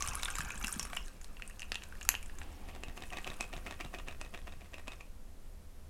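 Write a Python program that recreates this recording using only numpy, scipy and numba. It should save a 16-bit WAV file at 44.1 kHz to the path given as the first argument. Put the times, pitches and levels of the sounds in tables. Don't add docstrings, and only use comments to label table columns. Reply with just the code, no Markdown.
import sys
import numpy as np
from scipy import signal
from scipy.fft import rfft, irfft, next_fast_len
from scipy.io import wavfile
from numba import njit

SR = 44100
rng = np.random.default_rng(int(sys.argv[2]) if len(sys.argv) > 2 else 0)


def wav_record(signal):
    frames = np.transpose(np.atleast_2d(signal))
    bounded = np.clip(frames, -1, 1)
    quanta = np.round(bounded * 32767).astype(np.int16)
    wavfile.write(sys.argv[1], SR, quanta)


N = 259749
T = np.arange(N) / SR


def undb(db):
    return 10 ** (np.asarray(db) / 20)


def unit(x):
    return x / np.sqrt(np.mean(x ** 2))


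def curve(rows):
    times, values = np.transpose(rows)
    return np.interp(T, times, values)


def spectrum(points, hz):
    f, db = np.transpose(points)
    return np.interp(np.log(hz + 1), np.log(f), db)


def colour(x, points):
    size = next_fast_len(N)
    gain = undb(spectrum(points, np.fft.rfftfreq(size, 1 / SR)))
    return unit(irfft(rfft(x, size) * gain, size)[:N])


def add(out, s, x):
    i = int(np.clip(s * SR, 0, N - 1))
    out[i:i + len(x)] += x[:N - i]


def walk(rate):
    knots = rng.standard_normal(400)
    return np.interp(T * rate, np.arange(len(knots)), knots)


def grains(rate, spread_db):
    clicks = (rng.random(N) < rate / SR) * rng.choice([-1, 1], N)
    return clicks * undb(spread_db * np.minimum(rng.exponential(size=N), 4))


def bubbles(count, low_hz, high_hz, cycles, spread_db, glide):
    out = np.zeros(N)
    for when, pitch, strength in rng.random((count, 3)):
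        hz = low_hz * (high_hz / low_hz) ** pitch
        age = np.arange(int(5 * cycles * SR / hz)) * hz / SR / cycles
        size = undb(spread_db * min(-np.log(1 - strength), 4)) * np.sqrt(hz)
        envelope = np.exp(-age) * (1 - np.exp(-8 * age))
        add(out, when * T[-1], size * envelope * np.sin(2 * np.pi * cycles * age * (1 + glide * age)))
    return unit(out)


def ring(x, modes):
    t = T[:SR // 2]
    response = 0
    for hz, db, t60 in modes:
        mode = np.sin(2 * np.pi * hz * t) * 1000. ** (-t / t60)
        response = response + undb(db) * mode / np.linalg.norm(mode)
    return signal.fftconvolve(x, response)[:N]


@njit
def resonate(x, hz, width):
    y, band, low = np.empty(len(x)), 0., 0.
    for i in range(len(x)):
        g, k = np.tan(np.pi * hz[i] / SR), width / hz[i]
        v = (band + g * (x[i] - low)) / (1 + g * (g + k))
        band, low, y[i] = 2 * v - band, low + 2 * g * v, k * v
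    return y


HIT_S = .006


def contact(shape_db, crumble, crumble_s, size=1024):
    cepstrum = irfft(np.log(undb(shape_db)))[:size // 2]
    response = irfft(np.exp(rfft(2 * cepstrum, size) - cepstrum[0]))
    push = rng.standard_normal(size) * np.exp(-T[:size] / crumble_s)
    push *= crumble / np.linalg.norm(push)
    push[0] = 1
    scatter = rfft(push, 2 * size)
    push = irfft(scatter / np.sqrt(np.abs(scatter)))[:size]
    hit = signal.fftconvolve(push, response)
    return hit * np.sqrt(HIT_S * SR) / np.linalg.norm(hit)


def hits(rows, base, below_db, ring_db, ring_width, crumble, crumble_s, size=1024):
    out, hz = np.zeros(N), np.fft.rfftfreq(size, 1 / SR)
    for s, db, ring_hz, treble_db in rows:
        octaves = np.log2((hz + 1) / ring_hz)
        shape = spectrum(base, hz)
        shape += spectrum([(3500, 0.0059), (7000, treble_db)], hz)
        shape += below_db * np.clip(-octaves, 0, 2)
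        shape += ring_db / (1 + (octaves / ring_width) ** 2)
        add(out, s, undb(db) * contact(shape, crumble, crumble_s))
    return out


# (time [s], level [dB])
FLOW = [(0.0, -48), (0.24, -51), (0.45, -51), (0.97, -57), (1.08, -57.5), (2.1, -53.5), (2.55, -56),
        (2.8, -59.5), (3.26, -50), (4.4, -63.5), (5.02, -61.5), (5.2, -99)]
# (time [s], resonance [Hz])
CAVITY = [(0, 1130), (.2, 1290), (.42, 1620), (.8, 1740), (2.4, 1710), (5, 1880)]
# (time [s], level [dB], ring [Hz], treble slope [dB])
DROPS = [(0.0234, -32.5, 6300, -11), (0.0752, -36, 8700, -12), (0.0856, -38, 5940, -3),
         (0.1536, -35.5, 10500, -4), (0.2244, -44, 6160, -13), (0.2323, -33.5, 3800, -8),
         (0.2486, -37.5, 9150, 11), (0.2562, -35, 3600, -28), (0.2835, -36, 1600, -14),
         (0.3029, -39.5, 8450, -11), (0.3543, -37.5, 7350, -14), (0.3851, -35, 1300, -0.5),
         (0.4061, -35, 1740, -8), (0.5057, -38, 2560, -23), (0.6268, -45, 6100, 2),
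         (0.6401, -40, 3300, -17), (0.6446, -32.5, 2720, -6.5), (0.67, -38.5, 5430, 0),
         (0.681, -37, 1600, 2), (0.7256, -34.5, 8950, 13), (0.7956, -32.5, 5700, -6),
         (0.8296, -40.5, 5500, 1), (0.852, -42, 9300, -15), (0.9321, -39.5, 710, -17),
         (0.9658, -42.5, 650, 2), (0.9699, -32.5, 2820, -35), (1.2442, -49.5, 4220, -4),
         (1.4773, -47.5, 8740, 2), (1.9243, -48.5, 1480, -15), (1.9531, -54.5, 1750, -5),
         (2.26, -52.5, 7900, -10)]
# (frequency [Hz], level [dB])
SPLASH_COLOUR = [(100, -30), (220, -23), (400, 0), (700, 4.5), (930, -4), (1200, 0), (1650, -2), (2000, -9),
                 (2550, 2), (3600, -8), (6000, -14), (15000, -33)]
FIZZ_COLOUR = [(1000, -55), (4000, -3.5), (6500, 1), (9500, 2.5), (12500, -2.5), (16000, -9)]
DROP_COLOUR = [(100, -35), (500, -8.5), (1300, 0), (2600, -4), (4200, -12), (7000, -0.5), (11000, -5.5),
               (16000, -24)]
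# (frequency [Hz], level [dB], decay by 60 dB [s])
GLASS = [(1143, -7, .18), (1262, -11, .18), (1610, -9, .1), (2377, -2, .14), (2560, -7, .13),
         (5280, -3, .16), (5520, -2, .16), (7415, -10, .1)]
THINS_S, TRICKLE_END_S = (0.96, 1.14), 2.4
FIZZ_DB, FIZZ_GROWTH, FIZZ_FLICKER_DB = -59, 0.74, 2.5


def pour():
    flow_db, plunge = curve(FLOW), np.interp(T, THINS_S, [1, .28])
    large = bubbles(count=3400, low_hz=800, high_hz=4000, cycles=6, spread_db=3.2, glide=.016)
    ticks = .6 * unit(grains(rate=1500, spread_db=3.5))
    splash = colour(ticks + plunge * large, SPLASH_COLOUR)
    splash = unit(splash + 1.3 * resonate(splash, curve(CAVITY), 176.0))
    froth = bubbles(count=4500, low_hz=3500, high_hz=14000, cycles=5, spread_db=4.5, glide=.008)
    pops = .25 * unit(grains(rate=500, spread_db=4))
    fizz = colour(plunge * froth + pops, FIZZ_COLOUR) * undb(FIZZ_FLICKER_DB * walk(30))
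    fizz_db = FIZZ_DB + FIZZ_GROWTH * (flow_db - flow_db.max())
    stream = splash * undb(flow_db - 5.5) + fizz * undb(fizz_db)
    small = droplets(0, THINS_S[0], count=26) + droplets(THINS_S[0], TRICKLE_END_S, count=12)
    drops = hits(DROPS + small, DROP_COLOUR, below_db=-3.0, ring_db=15, ring_width=.14,
                 crumble=1.5, crumble_s=0.0025)
    wet = stream + drops
    return wet + undb(-22.5) * ring(wet, GLASS)


DROPLET_DB, DROPLET_SPREAD_DB = 6.5, 2.5
DROPLET_LOW_HZ, DROPLET_HIGH_HZ = 1216, 7850


def droplets(start_s, end_s, count):
    rows = []
    for k, (when, size, strength, bright) in enumerate(rng.random((count, 4))):
        s = start_s + (end_s - start_s) * (k + when) / count
        db = np.interp(s, *np.transpose(FLOW)) + DROPLET_DB + DROPLET_SPREAD_DB * (2 * strength - 1)
        ring_hz = DROPLET_LOW_HZ * (DROPLET_HIGH_HZ / DROPLET_LOW_HZ) ** size
        rows.append((s, db, ring_hz, -12 + 16 * bright))
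    return rows


# (time [s], knock on the strainer [dB], slush thrown with it [dB],
# time until the ice falls back [s], its landing [dB])
JIGGLES = [(2.6935, -57, -51.5, .056, -49), (2.8355, -40.5, -62, 0.048, -51),
           (2.9765, -45.5, -54, 0.046, -45.5), (3.1324, -44, -45.5, 0.039, -40.5),
           (3.275, -41, -45.5, .028, -45), (3.4084, -33.5, -49, 0.019, -47), (3.5365, -45, -48, 0.028, -47),
           (3.6704, -45, -45, 0.039, -44), (3.8086, -41, -45.5, 0.04, -48), (3.947, -44.5, -45, 0.038, -47),
           (4.0839, -42, -48.5, 0.029, -51), (4.2135, -41, -55.5, 0.035, -52.5),
           (4.3468, -46, -50, 0.029, -52.5), (4.4783, -51, -52, 0.045, -54.5),
           (4.6174, -57.5, -57, 0.027, -58.5), (4.7417, -44.5, -52.5, 0.041, -50.5),
           (4.8801, -41.5, -51.5, 0.04, -48.5), (5.0085, -48.5, -60, 0.045, -74)]
# (time [s], level [dB], ring [Hz], treble slope [dB])
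KNOCKS = [(1.369, -51.5, 2540, -6), (1.4218, -40.5, 2380, 1), (1.5095, -54.5, 2600, -6),
          (1.5946, -45.5, 2767, 14.5), (1.6197, -41.5, 2530, 10), (1.6291, -45, 2536, -1),
          (1.7193, -33, 4600, -1), (1.7449, -42, 2740, 7), (1.7557, -35.5, 2900, 1),
          (1.8212, -48.5, 2200, 0), (1.8369, -54, 3320, 22), (2.0117, -46, 1662, 10.5),
          (2.017, -46, 2780, -19), (2.1167, -44, 2704, -9), (2.1415, -39, 815, -21), (2.1514, -35, 3100, 2),
          (2.2965, -51.5, 1700, -3), (2.4154, -45, 1570, -13), (2.4332, -55, 2450, 10),
          (3.1036, -49.5, 2740, -8), (3.2452, -43, 2720, 3)]
# (time [s], level [dB])
SLIDE = [(2.2, -100), (2.4, -60), (2.7, -61), (2.95, -65), (3.2, -100)]
# (frequency [Hz], level [dB])
SLUSH_COLOUR = [(80, -7), (220, 5.5), (350, 8.5), (480, -9), (680, 7), (950, -12.5), (1180, 3.5),
                (1500, -7.5), (1900, -3), (2700, 1), (4200, -14.5), (5300, -12), (7000, -22), (15000, -21)]
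SLIDE_COLOUR = [(100, -25), (280, 5.5), (500, -5), (820, 0), (1300, -19), (2100, -9), (2450, -15),
                (2900, -9), (8000, -36)]
TUMBLE_COLOUR = [(100, 4), (400, 9), (900, 11.5), (1200, 4.5), (1900, 12.5), (2200, 6.5), (2750, 14),
                 (3600, 1), (4700, 0.5), (5600, -6.5), (7500, -6.5), (11000, -15), (16000, -36.5)]
ICE_COLOUR = [(100, 5), (300, 9), (700, 12.5), (1400, 4.5), (2700, 6), (4500, -5), (7800, -6.5),
              (9500, -10.5), (16000, -34)]
# (frequency [Hz], level [dB], decay by 60 dB [s])
STEEL = [(1150, -11, .06), (1885, -5.5, .09), (2540, -6.5, .13), (2585, -5, .13), (2790, -12, .06),
         (3690, -7, .08), (4640, -8, .08), (6620, -7, .07), (7310, -5, .07), (8035, 0, .09),
         (9700, -3, .08), (11830, 0, .09)]
THROW_S, SETTLE_S, SETTLE_LAG_S, SETTLE_DB = 0.013, 0.023, 0.0063, -8


def shaker():
    force = np.zeros(N)
    for s, _, slush_db, back_s, back_db in JIGGLES:
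        force += undb(slush_db) * np.exp(-((T - s) / THROW_S) ** 2)
        settle = s + back_s + SETTLE_LAG_S
        force += undb(back_db + SETTLE_DB) * np.exp(-((T - settle) / SETTLE_S) ** 2)
    chips = bubbles(count=5000, low_hz=500, high_hz=9000, cycles=2, spread_db=2.5, glide=0)
    slush = force * colour(unit(grains(rate=2400, spread_db=3.5)) + .5 * chips, SLUSH_COLOUR)
    slide = colour(grains(rate=4000, spread_db=1), SLIDE_COLOUR) * undb(curve(SLIDE))
    tumbling = hits(KNOCKS, TUMBLE_COLOUR, below_db=-6.5, ring_db=7, ring_width=0.25,
                    crumble=2.2, crumble_s=0.0011)
    jiggling = hits(jiggle_knocks(), ICE_COLOUR, below_db=-1.5, ring_db=10.5, ring_width=0.1,
                    crumble=2.4, crumble_s=.0016)
    ice = slush + slide + jiggling
    snap = crack()
    driven = ice + .6 * tumbling + .25 * snap
    return ice + tumbling + snap + undb(-21) * ring(driven, STEEL)


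LEAD_S, LEAD_DB, BOUNCE_S, BOUNCE_DB = .007, -1, .014, -3.5
STRAINER_HZ, WALL_HZ, BASE_HZ = 2590, 1900, 3720
ORDINARY_KNOCK_DB, BRIGHTENING, KNOCK_TREBLE_DB = -44.5, 0.63, 1
CHIP_DB, CHIP_SPAN_S, CHIP_HZ = -8.5, .075, (1200, 4500)
KNOCK_SCATTER_DB, KNOCK_SCATTER_S, RING_SCATTER = 1.0, .0008, .05


def jiggle_knocks(count=2):
    rows = []
    for s, knock_db, slush_db, back_s, back_db in JIGGLES:
        treble_db = KNOCK_TREBLE_DB + BRIGHTENING * (knock_db - ORDINARY_KNOCK_DB)
        strainer_hz = STRAINER_HZ * (1 + RING_SCATTER * rng.standard_normal())
        rows.append((s, knock_db, strainer_hz, treble_db))
        lesser = [(-LEAD_S, slush_db + LEAD_DB, WALL_HZ),
                  (back_s, back_db, BASE_HZ),
                  (back_s + BOUNCE_S, back_db + BOUNCE_DB, WALL_HZ)]
        for _ in range(count):
            lesser.append((rng.uniform(0, CHIP_SPAN_S), slush_db + CHIP_DB, rng.uniform(*CHIP_HZ)))
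        for delay, db, hz in lesser:
            late, hard = rng.standard_normal(2)
            when = s + delay + KNOCK_SCATTER_S * late
            rows.append((when, db + KNOCK_SCATTER_DB * hard, hz, KNOCK_TREBLE_DB))
    return rows


# (frequency [Hz], level [dB])
CRACK_COLOUR = [(100, -33), (500, -21.5), (1150, -9.5), (1900, -6.5), (2550, -5), (3600, -16.5), (4600, -9),
                (5500, -16), (6500, 2), (7500, -1), (8700, -19), (9800, -8), (11800, -5.5), (16000, -29)]
CRACK_S, CRACK_DB = 2.0901, -20.5


def crack(size=1024):
    out = np.zeros(N)
    shape = spectrum(CRACK_COLOUR, np.fft.rfftfreq(size, 1 / SR))
    add(out, CRACK_S, undb(CRACK_DB) * contact(shape, crumble=.45, crumble_s=.0015))
    return out


# (time [s], pitch [Hz], level [dB])
LOW_THUMPS = [(0.085, 113, -39.5), (0.394, 143, -35.5), (0.439, 175, -41.5), (0.467, 87, -39.5),
              (0.555, 199, -45), (0.641, 202, -36), (0.763, 197, -35.5), (2.882, 137, -42.5),
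              (3.298, 126, -41.5), (3.564, 130, -37.5), (3.853, 142, -38.5), (4.567, 134, -44)]


def low_thumps():
    out, t = np.zeros(N), T[:SR // 8]
    for s, hz, db in LOW_THUMPS:
        age = t / 0.0031
        add(out, s, undb(db) * age * np.exp(1 - age) * np.sin(2 * np.pi * hz * t))
    return out


def room(x, wet_db, t60_low, t60_high):
    t = T[:SR * 3 // 4]
    low_pass = signal.butter(2, 4000, fs=SR, output="sos")
    high_pass = signal.butter(2, 4000, "high", fs=SR, output="sos")
    low = signal.sosfilt(low_pass, rng.standard_normal(len(t))) * undb(-60 * t / t60_low)
    high = signal.sosfilt(high_pass, rng.standard_normal(len(t))) * undb(-60 * t / t60_high)
    tail = (low + high) * (1 - np.exp(-t / 0.00041))
    return x + undb(wet_db) * signal.fftconvolve(x, tail / np.linalg.norm(tail))[:N]


# (time [s], level [dB])
ARM = [(0, -47.5), (.9, -49.5), (1.2, -60), (2.7, -51.5), (4.3, -53.5), (5.2, -92.5)]
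ARM_COLOUR = [(20, 8.0), (55, 7), (110, -7), (260, -11.0), (600, -20.5), (2000, -38)]  # (Hz, dB)


def arm_rustle():
    return colour(rng.standard_normal(N), ARM_COLOUR) * undb(curve(ARM) + 2 * walk(18))


# (frequency [Hz], level [dB])
HUM = [(207, -71.5), (507, -76.5)]
# (time [s], level [dB])
HUM_SWELL = [(0, -55), (1.1, -76), (1.8, -65), (2.3, -56), (2.8, -56.5), (3.05, -68), (4.1, -58.5),
             (5.1, -62.5), (5.89, -59)]
HUM_HZ = 74.3


def appliance_hum():
    hum = tone(HUM_HZ) * undb(curve(HUM_SWELL) + 2 * walk(11))
    for hz, db in HUM:
        hum += undb(db + 2 * walk(1.98)) * tone(hz)
    return hum


def tone(hz):
    return np.sqrt(2) * np.sin(2 * np.pi * hz * T + .5 * walk(13.0))


# (frequency [Hz], level [dB])
AIR = [(10, 13.5), (20, 3.5), (29, 4.5), (40, -5), (52, -14.5), (64, -8.5), (100, -21.5), (220, -24),
       (300, -28), (600, -31.5), (1400, -39.5), (4000, -45), (12500, -46.5), (16000, -58)]


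def background():
    air = colour(rng.standard_normal(N), AIR) * undb(-38.5)
    return air + appliance_hum() + arm_rustle()


def scene():
    sources = pour() + shaker() + low_thumps()
    return (room(sources, wet_db=-10.5, t60_low=0.26, t60_high=0.19) + background())[None]


def record(dry):
    dry = signal.sosfilt(signal.butter(2, 14, "high", fs=SR, output="sos"), dry)
    return signal.sosfilt(signal.ellip(8, .2, 70, 16000, fs=SR, output="sos"), dry)


dry = scene()
out = record(dry)
wav_record(out)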